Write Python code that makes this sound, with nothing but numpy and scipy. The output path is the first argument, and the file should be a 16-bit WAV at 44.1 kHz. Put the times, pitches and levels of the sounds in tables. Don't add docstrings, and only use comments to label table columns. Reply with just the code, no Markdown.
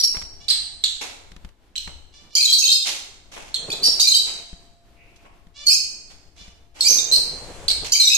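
import sys
import numpy as np
from scipy import signal
from scipy.fft import rfft, irfft
from scipy.io import wavfile
from scipy.ndimage import uniform_filter1d, minimum_filter1d

SR = 44100
rng = np.random.default_rng(int(sys.argv[2]) if len(sys.argv) > 2 else 0)


def magnitude_from_level(level_db):
    exponent = np.asarray(level_db, float) / 20
    return 10 ** exponent


def int16_out(signal):
    q = np.round(np.clip(np.atleast_2d(signal).T, -1, 1) * 32767)
    wavfile.write(sys.argv[1], SR, q.astype(np.int16))


N = 360297


def evened(x):
    return x / np.sqrt(np.mean(x ** 2) + 1e-20)


def read(points, hz):
    f, value = np.transpose(points)
    return np.interp(np.log(hz + 1), np.log(f + 1), value)


def add(mix, s, sound):
    part = mix[..., round(s * SR):][..., :sound.shape[-1]]
    part += sound[..., :part.shape[-1]]


def coloured(x, spectrum):
    size = x.shape[-1]
    return irfft(rfft(x) * magnitude_from_level(read(spectrum, np.fft.rfftfreq(size, 1 / SR))), size)


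def wander(size, hz):
    width = int(SR / hz)
    return evened(uniform_filter1d(uniform_filter1d(rng.standard_normal(size), width), width))


def curve(tables, column):
    t, value, gate = np.arange(N) / SR, np.zeros(N), np.zeros(N)
    for rows in tables:
        rows = np.array(rows)
        inside = (t >= rows[0, 0]) & (t < rows[-1, 0])
        value[inside] = np.interp(t[inside], rows[:, 0], rows[:, column])
        gate[inside] = signal.windows.tukey(inside.sum(), .2)
    return value, gate


# frequency in Hz, likeness 0 to 1.
LIKENESS = [(30, 0.47), (300, 0.97), (600, 0.66), (1200, 0.26), (8000, 0.099)]


def pair(spectrum):
    a, b = rfft(rng.standard_normal((2, N)))
    hz = np.fft.rfftfreq(N, 1 / SR)
    same = np.clip(read(LIKENESS, hz), 0, 1)
    right = same * a + np.sqrt(1 - same ** 2) * b
    return evened(irfft(np.array([a, right]) * magnitude_from_level(read(spectrum, hz)), N))


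# frequency in Hz, difference in dB.
PORT_SHADE = [(1000, 2), (3500, 1), (5000, -6.5), (7000, -12.5), (9000, -10.5), (12000, 0.5)]


def ports(x):
    return np.array([coloured(x[0], PORT_SHADE), x[1]])


# frequency in Hz, level in dB.
AIR_COLOUR = [(12, -37.5), (20, 6), (69, -16.5), (91, -14), (233, -17), (307, -16), (505, -22), (685, -22),
              (1160, -26.5), (2440, -30.5), (3120, -30), (5140, -35), (14700, -46.5)]


def room_air():
    return magnitude_from_level(-59 + 3.5 + 2.23 * wander(N, hz=15)) * pair(AIR_COLOUR)


# time in seconds, level in dB.
RUMBLE_LEVEL = [(0.0, -66), (0.2, -43.5), (1.14, -57.5), (1.48, -46), (1.55, -62), (1.75, -59),
                (1.87, -40.5), (2.43, -66), (4.0, -46), (4.05, -57.5), (6.78, -54), (7.87, -38.5),
                (7.96, -58), (8.17, -64)]


def handling_rumble():
    lumps = pair([(18, 5.0), (30, -2.5), (70, 0.0), (150, -19.0), (400, -50.0)])
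    level_db = np.interp(np.arange(N) / SR, *np.transpose(RUMBLE_LEVEL))
    return magnitude_from_level(level_db) * lumps * magnitude_from_level([[3.5], [-5.5]])


# time in seconds, level in dB.
HUM_LEVEL = [(0.0, -65), (1.05, -66), (2.25, -103), (3.82, -54.5), (6.24, -70.5), (7.55, -64), (8.17, -86)]


def far_hum():
    t = np.arange(N) / SR
    level_db = np.interp(t, *np.transpose(HUM_LEVEL)) + 1.3 * wander(N, hz=20)
    return magnitude_from_level(level_db) * np.sin(2 * np.pi * 687 * t + 0.199 * wander(N, hz=6.7))


# time in seconds, level in dB, pitch in Hz.
FAR_CALL = [
    (4.9, -90, 2300),
    (5.002, -51, 2392),
    (5.46, -71, 2620),
]


def far_call():
    db, gate = curve([FAR_CALL], column=1)
    turns = np.cumsum(curve([FAR_CALL], column=2)[0]) / SR
    hoarse = np.array([wander(N, hz=856), wander(N, hz=894)])
    return magnitude_from_level(db) * gate * hoarse * np.sin(2 * np.pi * turns)


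# start in seconds, low push in dB, tick in dB against the push.
THUMP_EVENTS = [(0.169, -29.5, -10), (0.216, -42, -7), (0.222, -47, 1), (0.226, -50, -17),
                (1.318, -38, -17), (1.364, -35, -19), (1.448, -30.5, -22.5), (1.49, -55, -8),
                (.25, -55, -5), (1.876, -32.5, -14), (4.53, -29.5, -28), (5.469, -39.5, -28.5),
                (6.414, -41, -16.5), (6.48, -38, -23)]


def thumps():
    out, t = np.zeros((2, N)), np.arange(4000) / SR
    push = 1.84 * np.sin(2 * np.pi * 45 * t) * np.exp(-t / 0.0068)
    push += 0.52 * np.sin(2 * np.pi * 170 * t) * np.exp(-t / 0.0094)
    push = push * magnitude_from_level([[2.5], [-2.5]])
    noise = uniform_filter1d(rng.standard_normal((len(THUMP_EVENTS), 2, 4000)), size=3)
    ticks = signal.lfilter([1, -1], [1, -1.6, .66], noise) * np.exp(-t / 0.0039)
    for (s, db, tick_db), tick in zip(THUMP_EVENTS, ticks):
        add(out, s, magnitude_from_level(db) * (push + magnitude_from_level(tick_db + 13.5) * tick))
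    return out


# time in seconds, level in dB, beats per second.
FLUTTER_BOUTS = [
    [(3.56, -44, 19.1), (3.73, -37, 16.15), (4.02, -39.5, 17.5)],
    [(4.15, -44, 17.04), (4.43, -52, 17.1), (4.46, -58, 13.2)],
    [(6.77, -38.5, 16.74), (7.64, -37, 15.8), (7.96, -43.5, 19)],
]
# frequency in Hz, level in dB.
WING_COLOUR = [(71, -23.5), (120, -10), (162, -5), (201, -13.5), (465, -4.5), (1340, -18), (3540, -21),
               (4160, -28), (7260, -21.5), (11000, -33), (14000, -47.5)]


def flutter():
    db, gate = curve(FLUTTER_BOUTS, column=1)
    beat_hz = curve(FLUTTER_BOUTS, column=2)[0] * (1 + .2 * wander(N, hz=21.95))
    turns = np.cumsum(beat_hz) / SR
    puffs = 1.48 + np.sin(np.pi * turns) ** 2 * magnitude_from_level(8.2 * wander(N, hz=40.3))
    air = pair(WING_COLOUR)
    low = uniform_filter1d(uniform_filter1d(air, 16), 16)
    hiss = air - low
    return magnitude_from_level(db - 3.5) * gate * (evened(puffs) * low + hiss)


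# start in seconds, level in dB, rise in seconds, drag in seconds, treble in dB.
SCUFF_EVENTS = [(0.136, -38.5, 0.013, 0.027, -33.5), (1.008, -38, 0.0058, 0.066, 0.5),
                (1.871, -42.5, 0.0046, 0.025, -27), (2.844, -40, 0.034, 0.064, 11),
                (3.314, -49.5, 0.0074, 0.23, -0.5), (3.363, -43, 0.0031, 0.04, -18),
                (3.989, -36, 0.004, 0.019, -14.5), (4.249, -47, 0.028, 0.09, 4.5),
                (5.158, -66.5, 0.0041, .015, 5.5), (5.243, -51.5, .012, .05, -19.5),
                (6.09, -58, 0.022, 0.044, 0), (6.35, -63, 0.035, 0.061, 4.5),
                (6.43, -62.5, 0.031, .06, -4.5), (7.579, -56, .002, .008, -16), (7.64, -50, .002, .008, -8),
                (6.742, -50, 0.03, 0.25, -2), (7.844, -43, 0.0055, 0.047, 6.5)]
# frequency in Hz, level in dB.
GRIT_COLOUR = [(120, -45), (200, -11), (842, -4.5), (1160, -9), (1820, -10), (2110, -5), (4810, -6),
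               (6300, -3.5), (11400, -19.5), (14700, -36.5)]


def scuffs():
    grains = rng.standard_normal((2, N)) * magnitude_from_level(1.63 * wander(N, hz=294))
    grit = evened(coloured(grains, GRIT_COLOUR))
    dull = uniform_filter1d(grit, 12)
    treble = grit - dull
    out, t = np.zeros((2, N)), np.arange(14000) / SR
    for s, db, rise_s, drag_s, treble_db in SCUFF_EVENTS:
        at = slice(round(s * SR), round(s * SR) + len(t))
        drag = np.exp(-np.maximum(t - rise_s, 0) / drag_s)
        stroke = magnitude_from_level(db) * np.clip(t / rise_s, 0, 1) * drag
        add(out, s, stroke[:dull[0, at].size] * (dull[:, at] + magnitude_from_level(treble_db) * treble[:, at]))
    return out


# start in seconds, length in seconds, top level in dB, end level in dB.
MURMUR_EVENTS = [
    (2.112, 0.14, -44.5, -60.5),
    (2.29, .062, -47, -42),
    (5.535, .12, -39, -34),
    (6.36, .08, -42.5, -46.5),
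    (.395, 0.066, -44, -52),
]
MURMUR_PITCH_HZ = (539, 584, 596)


def murmurs():
    start_hz, top_hz, end_hz = MURMUR_PITCH_HZ
    top_share, start_db = 0.28, -19
    return [[(s, db + start_db, start_hz), (s + top_share * length, db, top_hz), (s + length, end_db, end_hz)]
            for s, length, db, end_db in MURMUR_EVENTS]


# frequency in Hz, level in dB.
NOSE_COLOUR = [(500, -22), (1200, -14), (1800, -17), (2600, -3.5), (4000, 0), (5400, -1), (7000, -7),
               (14000, -41.5)]


def nasal():
    calls = murmurs()
    db, gate = curve(calls, column=1)
    hz = curve(calls, column=2)[0] * (1 + 0.0053 * wander(N, hz=119.5))
    phase = 2 * np.pi * np.cumsum(hz) / SR
    pulses = sum(np.cos(k * phase + k * k) for k in range(1, 20))
    voice = coloured(gate * pulses, NOSE_COLOUR)
    voice *= 1 + 0.47 * wander(N, hz=507)
    return magnitude_from_level(db - 3.5) * gate * voice / np.sqrt(np.mean(voice[gate > .5] ** 2))


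# multiple of the pitch, level in dB.
WHISTLE_OVERTONES = [(2, -8.5), (3, -16)]
# frequency in Hz, lift in dB.
BEAK_LIFT = [(4000, -14), (7000, 5), (8500, -4.5), (10300, -8), (12500, -10), (15000, -11)]


def whistle(hz, sides, octave_db, lead_turns):
    phase = 2 * np.pi * np.cumsum(hz) / SR
    apart = 2 * np.pi * np.array([[0], [lead_turns]])
    tone = sides * np.sin(phase + apart)
    for k, over_db in list(WHISTLE_OVERTONES) + [(2, octave_db)]:
        shade = magnitude_from_level([read(PORT_SHADE, k * hz), 0 * hz])
        level = magnitude_from_level(over_db + read(BEAK_LIFT, k * hz)) * (k * hz < 16000)
        tone += shade * level * np.sin(k * phase + apart)
    return tone


# start in seconds, level in dB.
SCREECH_EVENTS = [
    (2.3515, -21),
    (3.997, -22),
    (7.92, -19.5),
]
# delay in seconds, length in seconds, start in Hz, slide in Hz/s, level in dB.
SCREECH_OPENING = [
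    (0, 0.01, 6900, 7000, -2),
    (0, .009, 4424, 90000, 3),
    (.007, 0.014, 5600, 80000, 4),
]
# start in seconds, length in seconds, start pitch in Hz, level in dB.
RISING_NOTES = [(2.368, 0.019, 4280, -18.5), (2.405, 0.02, 3977, -18), (2.525, 0.019, 4206, -13.5),
                (2.582, 0.033, 5960, -20.5), (2.715, .016, 4100, -13), (3.716, 0.011, 3386, -28),
                (3.822, 0.016, 4200, -31), (4.007, 0.01, 4310, -14), (4.147, 0.021, 4484, -16),
                (5.722, 0.015, 5310, -15.5), (5.733, 0.018, 6150, -15), (6.807, 0.0092, 4245, -14),
                (6.815, 0.024, 3420, -30), (6.878, .008, 5400, -20), (7.113, .014, 3920, -20),
                (7.152, 0.018, 4450, -24), (7.163, 0.0038, 4453, -13), (7.925, 0.0066, 7340, -23),
                (8.088, 0.013, 5970, -20), (8.133, 0.015, 3750, -17)]
# start in seconds, length in seconds, start pitch in Hz, level in dB.
FALLING_NOTES = [(0, 0.017, 5800, -21), (2.377, .009, 4310, -24), (2.442, 0.019, 6950, -21),
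                 (2.592, .025, 5470, -23), (2.638, 0.014, 4460, -15.5), (2.677, 0.0077, 4240, -17.5),
                 (3.701, 0.018, 4710, -31), (3.853, 0.018, 5520, -13.5), (4.028, 0.022, 5640, -25.5),
                 (5.658, 0.007, 4440, -30), (6.806, 0.053, 8150, -26.5), (6.813, 0.014, 5410, -24)]
# start in seconds, length in seconds, pitch in Hz, level in dB.
HELD_NOTES = [(.03, 0.023, 4500, -25), (2.361, 0.015, 3180, -25), (2.399, 0.017, 2490, -28.5),
              (2.425, 0.024, 4280, -16), (2.39, 0.028, 4760, -22.5), (2.362, 0.043, 2350, -36),
              (2.53, 0.022, 4000, -18), (2.648, .016, 3860, -16.5), (2.688, 0.021, 3740, -17),
              (2.722, 0.03, 3760, -22.5), (2.729, 0.0083, 4950, -13.5), (2.454, 0.01, 3940, -13.5),
              (2.475, 0.054, 3215, -26.5), (2.498, 0.018, 3980, -16), (2.617, 0.036, 2623, -29.5),
              (2.665, 0.08, 3205, -29), (2.751, 0.01, 5030, -21.5), (2.821, .022, 3710, -25.5),
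              (3.727, 0.012, 4090, -24.5), (3.831, 0.036, 4650, -14.5), (3.701, 0.0065, 2500, -33.5),
              (3.998, 0.0077, 3940, -15), (4.015, .019, 4770, -12.5), (4.053, 0.0098, 4005, -17.5),
              (4.11, 0.026, 4130, -18.5), (4.042, 0.036, 2405, -34.5), (4.071, 0.02, 4120, -16),
              (4.106, 0.03, 3870, -22.5), (4.133, 0.018, 3130, -22.5), (4.151, .031, 3928, -14),
              (4.165, 0.017, 4670, -16.5), (7.122, .044, 4170, -15), (5.255, .05, 1100, -64),
              (1.774, .012, 4147, -29), (7.934, 0.014, 3110, -25.5), (7.953, .03, 2330, -30),
              (7.938, 0.011, 3980, -25), (7.987, 0.01, 5040, -27.5), (7.997, 0.044, 4133, -16),
              (8.028, 0.03, 3790, -21.5), (8.072, 0.015, 3834, -12.5), (8.1, 0.065, 2576, -29),
              (8.101, 0.037, 5180, -24), (5.667, .034, 4460, -11)]
# start in seconds, length in seconds, pitch in Hz, level in dB.
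SHRILL_NOTES = [(.035, 0.0203, 5550, -12), (2.371, 0.0176, 7270, -26), (2.617, 0.017, 6330, -21.5),
                (2.644, .03, 6590, -22), (4.089, 0.017, 6645, -20.5), (5.665, 0.0094, 6620, -22),
                (6.828, 0.037, 6280, -32), (6.883, 0.0448, 6204, -13), (6.899, 0.0076, 5610, -10),
                (8.047, 0.021, 5860, -21), (8.069, 0.031, 7750, -30), (8.146, 0.01, 6560, -9.5)]
# start in seconds, length in seconds, start pitch in Hz, end pitch in Hz, level in dB.
SPLIT_NOTES = [
    (5.699, .038, 5004, 5170, -16),
    (6.841, .042, 4538, 4980, -15.5),
    (7.947, 0.036, 4710, 4693, -19.5),
]
# multiple of the pitch, level in dB.
SPLIT_SIDE_TONES = [(.5, -15.5), (1.5, -11.5)]
# start in seconds, length in seconds, pitch in Hz, level in dB.
FAR_STEADY_TONE = (.358, .38, 812, -67)


def notes():
    rows = [(s + delay, length, hz, hz + slide * length, db + part_db)
            for s, db in SCREECH_EVENTS for delay, length, hz, slide, part_db in SCREECH_OPENING]
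    held = list(HELD_NOTES) + list(SHRILL_NOTES)
    for table, slide_hz_per_s in ((RISING_NOTES, 24000), (FALLING_NOTES, -14000), (held, 330)):
        rows += [(s, length, hz, hz + slide_hz_per_s * length, db) for s, length, hz, db in table]
    parts = [(0.99, 0.0064)] + list(SPLIT_SIDE_TONES)
    rows += [(s, length, k * hz, k * end_hz, db + side_db)
             for s, length, hz, end_hz, db in SPLIT_NOTES for k, side_db in parts]
    s, length, hz, db = FAR_STEADY_TONE
    return rows + [(s, length, hz, hz, db)]


# start in
# seconds, length in seconds, start pitch in Hz, top pitch in Hz, level in dB.
CHIP_CLIMBS = [(0, 0.022, 4050, 5200, -27), (.4825, .0095, 3660, 4650, -22),
               (.494, .008, 4500, 5250, -20.5), (.8385, 0.0087, 3400, 4400, -17.5),
               (1.7555, .0075, 2880, 4150, -21), (3.5425, 0.00914, 3880, 4300, -18.5),
               (7.681, 0.014, 4070, 4750, -15.5), (7.696, 0.042, 2080, 2320, -45),
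               (8.01, .007, 5400, 6500, -21), (4.053, .008, 5500, 6500, -25),
               (3.848, 0.0065, 4900, 5900, -22)]
# start in seconds, length in seconds, start pitch in
# Hz, end pitch in Hz, level in dB.
CHIP_DROPS = [(.501, .005, 5250, 4250, -15), (.505, .008, 4250, 4100, -14), (.024, .012, 4500, 4600, -25),
              (.851, .014, 4900, 3100, -21.5), (1.766, 0.018, 3250, 2950, -32),
              (1.763, .006, 3800, 3900, -28.5), (3.556, .014, 3800, 3100, -27.5),
              (7.696, .011, 4600, 3600, -15.5), (7.711, .011, 4400, 4150, -18.5),
              (3.866, 0.02, 4500, 3900, -23), (7, .01, 6500, 7400, -27), (6.981, 0.0147, 3600, 3900, -23.5)]


def chips():
    return [(s, length, [a, a + bow * (b - a), b], db)
            for table, bow in ((CHIP_CLIMBS, 0.742), (CHIP_DROPS, .6)) for s, length, a, b, db in table]


# pitch in Hz, difference in dB.
NOTE_SHADE = [(2400, 3), (3300, 2), (4100, -1), (5000, -2), (5800, -7.5), (6500, -11.5), (7200, -28)]
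# time in seconds, difference in dB.
CAMERA_AIM = [
    (0, 6),
    (.4, -1),
    (2.5, 1.5),
    (3.8, 1),
    (6.8, -0.5),
    (8.17, 2.5),
]
# frequency in Hz, level in dB.
RASP_COLOUR = [(880, -80.5), (1500, -39.5), (2220, -31.5), (3100, -15), (3540, -34), (4010, -7), (4940, -2),
               (6450, -11), (10300, -20), (12700, -19), (14700, -52)]
# frequency in Hz, level in dB.
PUFF_COLOUR = [(700, -33.5), (1300, -18.5), (2500, -13), (4000, 6.5), (6000, -4.5), (8000, -5),
               (12000, -29), (15000, -22.5)]


def chirps():
    scoop, onset_s = .02, 0.0028
    out, effort = np.zeros((2, N)), np.zeros((2, N))
    shake, throb = wander(N, hz=886), np.clip(wander(N, hz=247), -2, 2)
    calls = [(s, length, [a * (1 - scoop), (a + b) / 2, b], db, read(NOTE_SHADE, a), 0)
             for s, length, a, b, db in notes()]
    calls += [(s, length, path, db, -3, 1) for s, length, path, db in chips()]
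    leads = rng.choice([-1, 1], len(calls)) / 4
    for (s, length, path_hz, db, pan_db, chip), lead_turns in zip(calls, leads):
        at = round(s * SR) + np.arange(int(length * SR))
        at = at[at < N]
        hz = np.polyval(np.polyfit([0, .5, 1], path_hz, 2), np.linspace(0, 1, len(at)))
        hz += np.minimum(66 + 50 * chip, hz / 30) * shake[at]
        taper = min(.4 - chip / 4, 2 * onset_s / length)
        shape = magnitude_from_level(db) * signal.windows.tukey(len(at), taper) * (1 + .4 * throb[at])
        balance_db = pan_db + np.interp(s, *np.transpose(CAMERA_AIM))
        sides = evened(magnitude_from_level(balance_db * np.array([[.5], [-.5]])))
        octave_db = -19.5 if chip else -80
        out[:, at] += np.sqrt(2) * shape * whistle(hz, sides, octave_db, lead_turns)
        effort[chip, at] += shape ** 2
    effort *= magnitude_from_level(4 * wander(N, hz=900))
    rasp, puff = [ports(evened(coloured(rng.standard_normal((2, N)), colour)))
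                  for colour in (RASP_COLOUR, PUFF_COLOUR)]
    breath = magnitude_from_level(-10.0) * np.sqrt(effort[0]) * rasp + magnitude_from_level(-8.0) * np.sqrt(effort[1]) * puff
    return magnitude_from_level(-1.5) * out + breath


# frequency in Hz, time to fall 60 dB in seconds.
ROOM_T60 = [(300, 1), (1500, 0.73), (4000, 0.49), (8000, 0.54), (14000, 0.28)]


def room(x):
    taps = np.zeros((2, 60000))
    at = np.arange(160, 59980, 20) + rng.integers(0, 20, (2, 2991))
    np.put_along_axis(taps, at, rng.choice([-1., 1.], at.shape), 1)
    hz, t, z = signal.stft(taps, SR, nperseg=256)
    fall_db = -60 * t / read(ROOM_T60, hz)[:, None]
    decay = magnitude_from_level(fall_db) + magnitude_from_level(-18.0 + 0.5 * fall_db)
    tail = signal.istft(z * decay, SR, nperseg=256)[1]
    crossed = 0.79 * x + 0.051 * x[::-1]
    return signal.fftconvolve(crossed, tail / np.linalg.norm(tail[0]), axes=1)[:, :N]


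def scene():
    background = room_air() + handling_rumble() + far_hum() + far_call()
    birds, floor, soft = chirps(), ports(scuffs()), ports(nasal() + np.zeros((2, 1)))
    near = magnitude_from_level(3.0) * birds + magnitude_from_level(9.5) * floor + magnitude_from_level(-1.5) * soft
    echo = room(magnitude_from_level(3.0) * birds + magnitude_from_level(4.0) * floor + magnitude_from_level(4) * soft)
    return near + echo + flutter() + thumps() + background


def limited(x):
    swing = uniform_filter1d(-minimum_filter1d(-abs(x).max(0), 120), 120)
    return x / (1 + (swing / .8) ** 6) ** (1 / 6)


# frequency in Hz, margin in dB.
BAND_MARGIN = [(500, 75), (1500, 51), (4000, 27), (7000, 32.5), (10000, 32), (13500, 39.5), (14600, 21.5)]


def weak_bands_emptied(x):
    hz, t, z = signal.stft(x, SR, nperseg=2048)
    band_hz = hz[4:1024:8, None]
    power = abs(z[:, :1024]).reshape(2, 128, 8, -1) ** 2
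    band_db = 10 * np.log10(uniform_filter1d(power.mean((0, 2)), 3, axis=1) + 1e-14)
    chance = rng.standard_normal(band_db.shape)
    fits = evened(uniform_filter1d(uniform_filter1d(chance, 4, axis=1), 2, axis=0))
    loudest_db = band_db[6:].max(0) - (read(BAND_MARGIN, band_hz) + 2 + 6 * fits)
    near_db = -minimum_filter1d(-band_db, size=9, axis=0) - 21.5 - 5 * fits
    mask_db = np.maximum(loudest_db, np.where(band_hz > 1200, near_db, -200))
    kept = 1 / (1 + magnitude_from_level(8 * (mask_db - band_db)))
    z[:, :1024] *= np.repeat(np.maximum(kept, magnitude_from_level(-30)), 8, axis=0)
    z[:, hz > 14800] = 0
    return signal.istft(z, SR, nperseg=2048)[1][:, :N]


def top_cut(x):
    return signal.sosfilt(signal.butter(12, 14810, fs=SR, output="sos"), x)


def record(dry):
    mix = weak_bands_emptied(limited(dry))
    return top_cut(mix)


dry = scene()
out = record(dry)
int16_out(out)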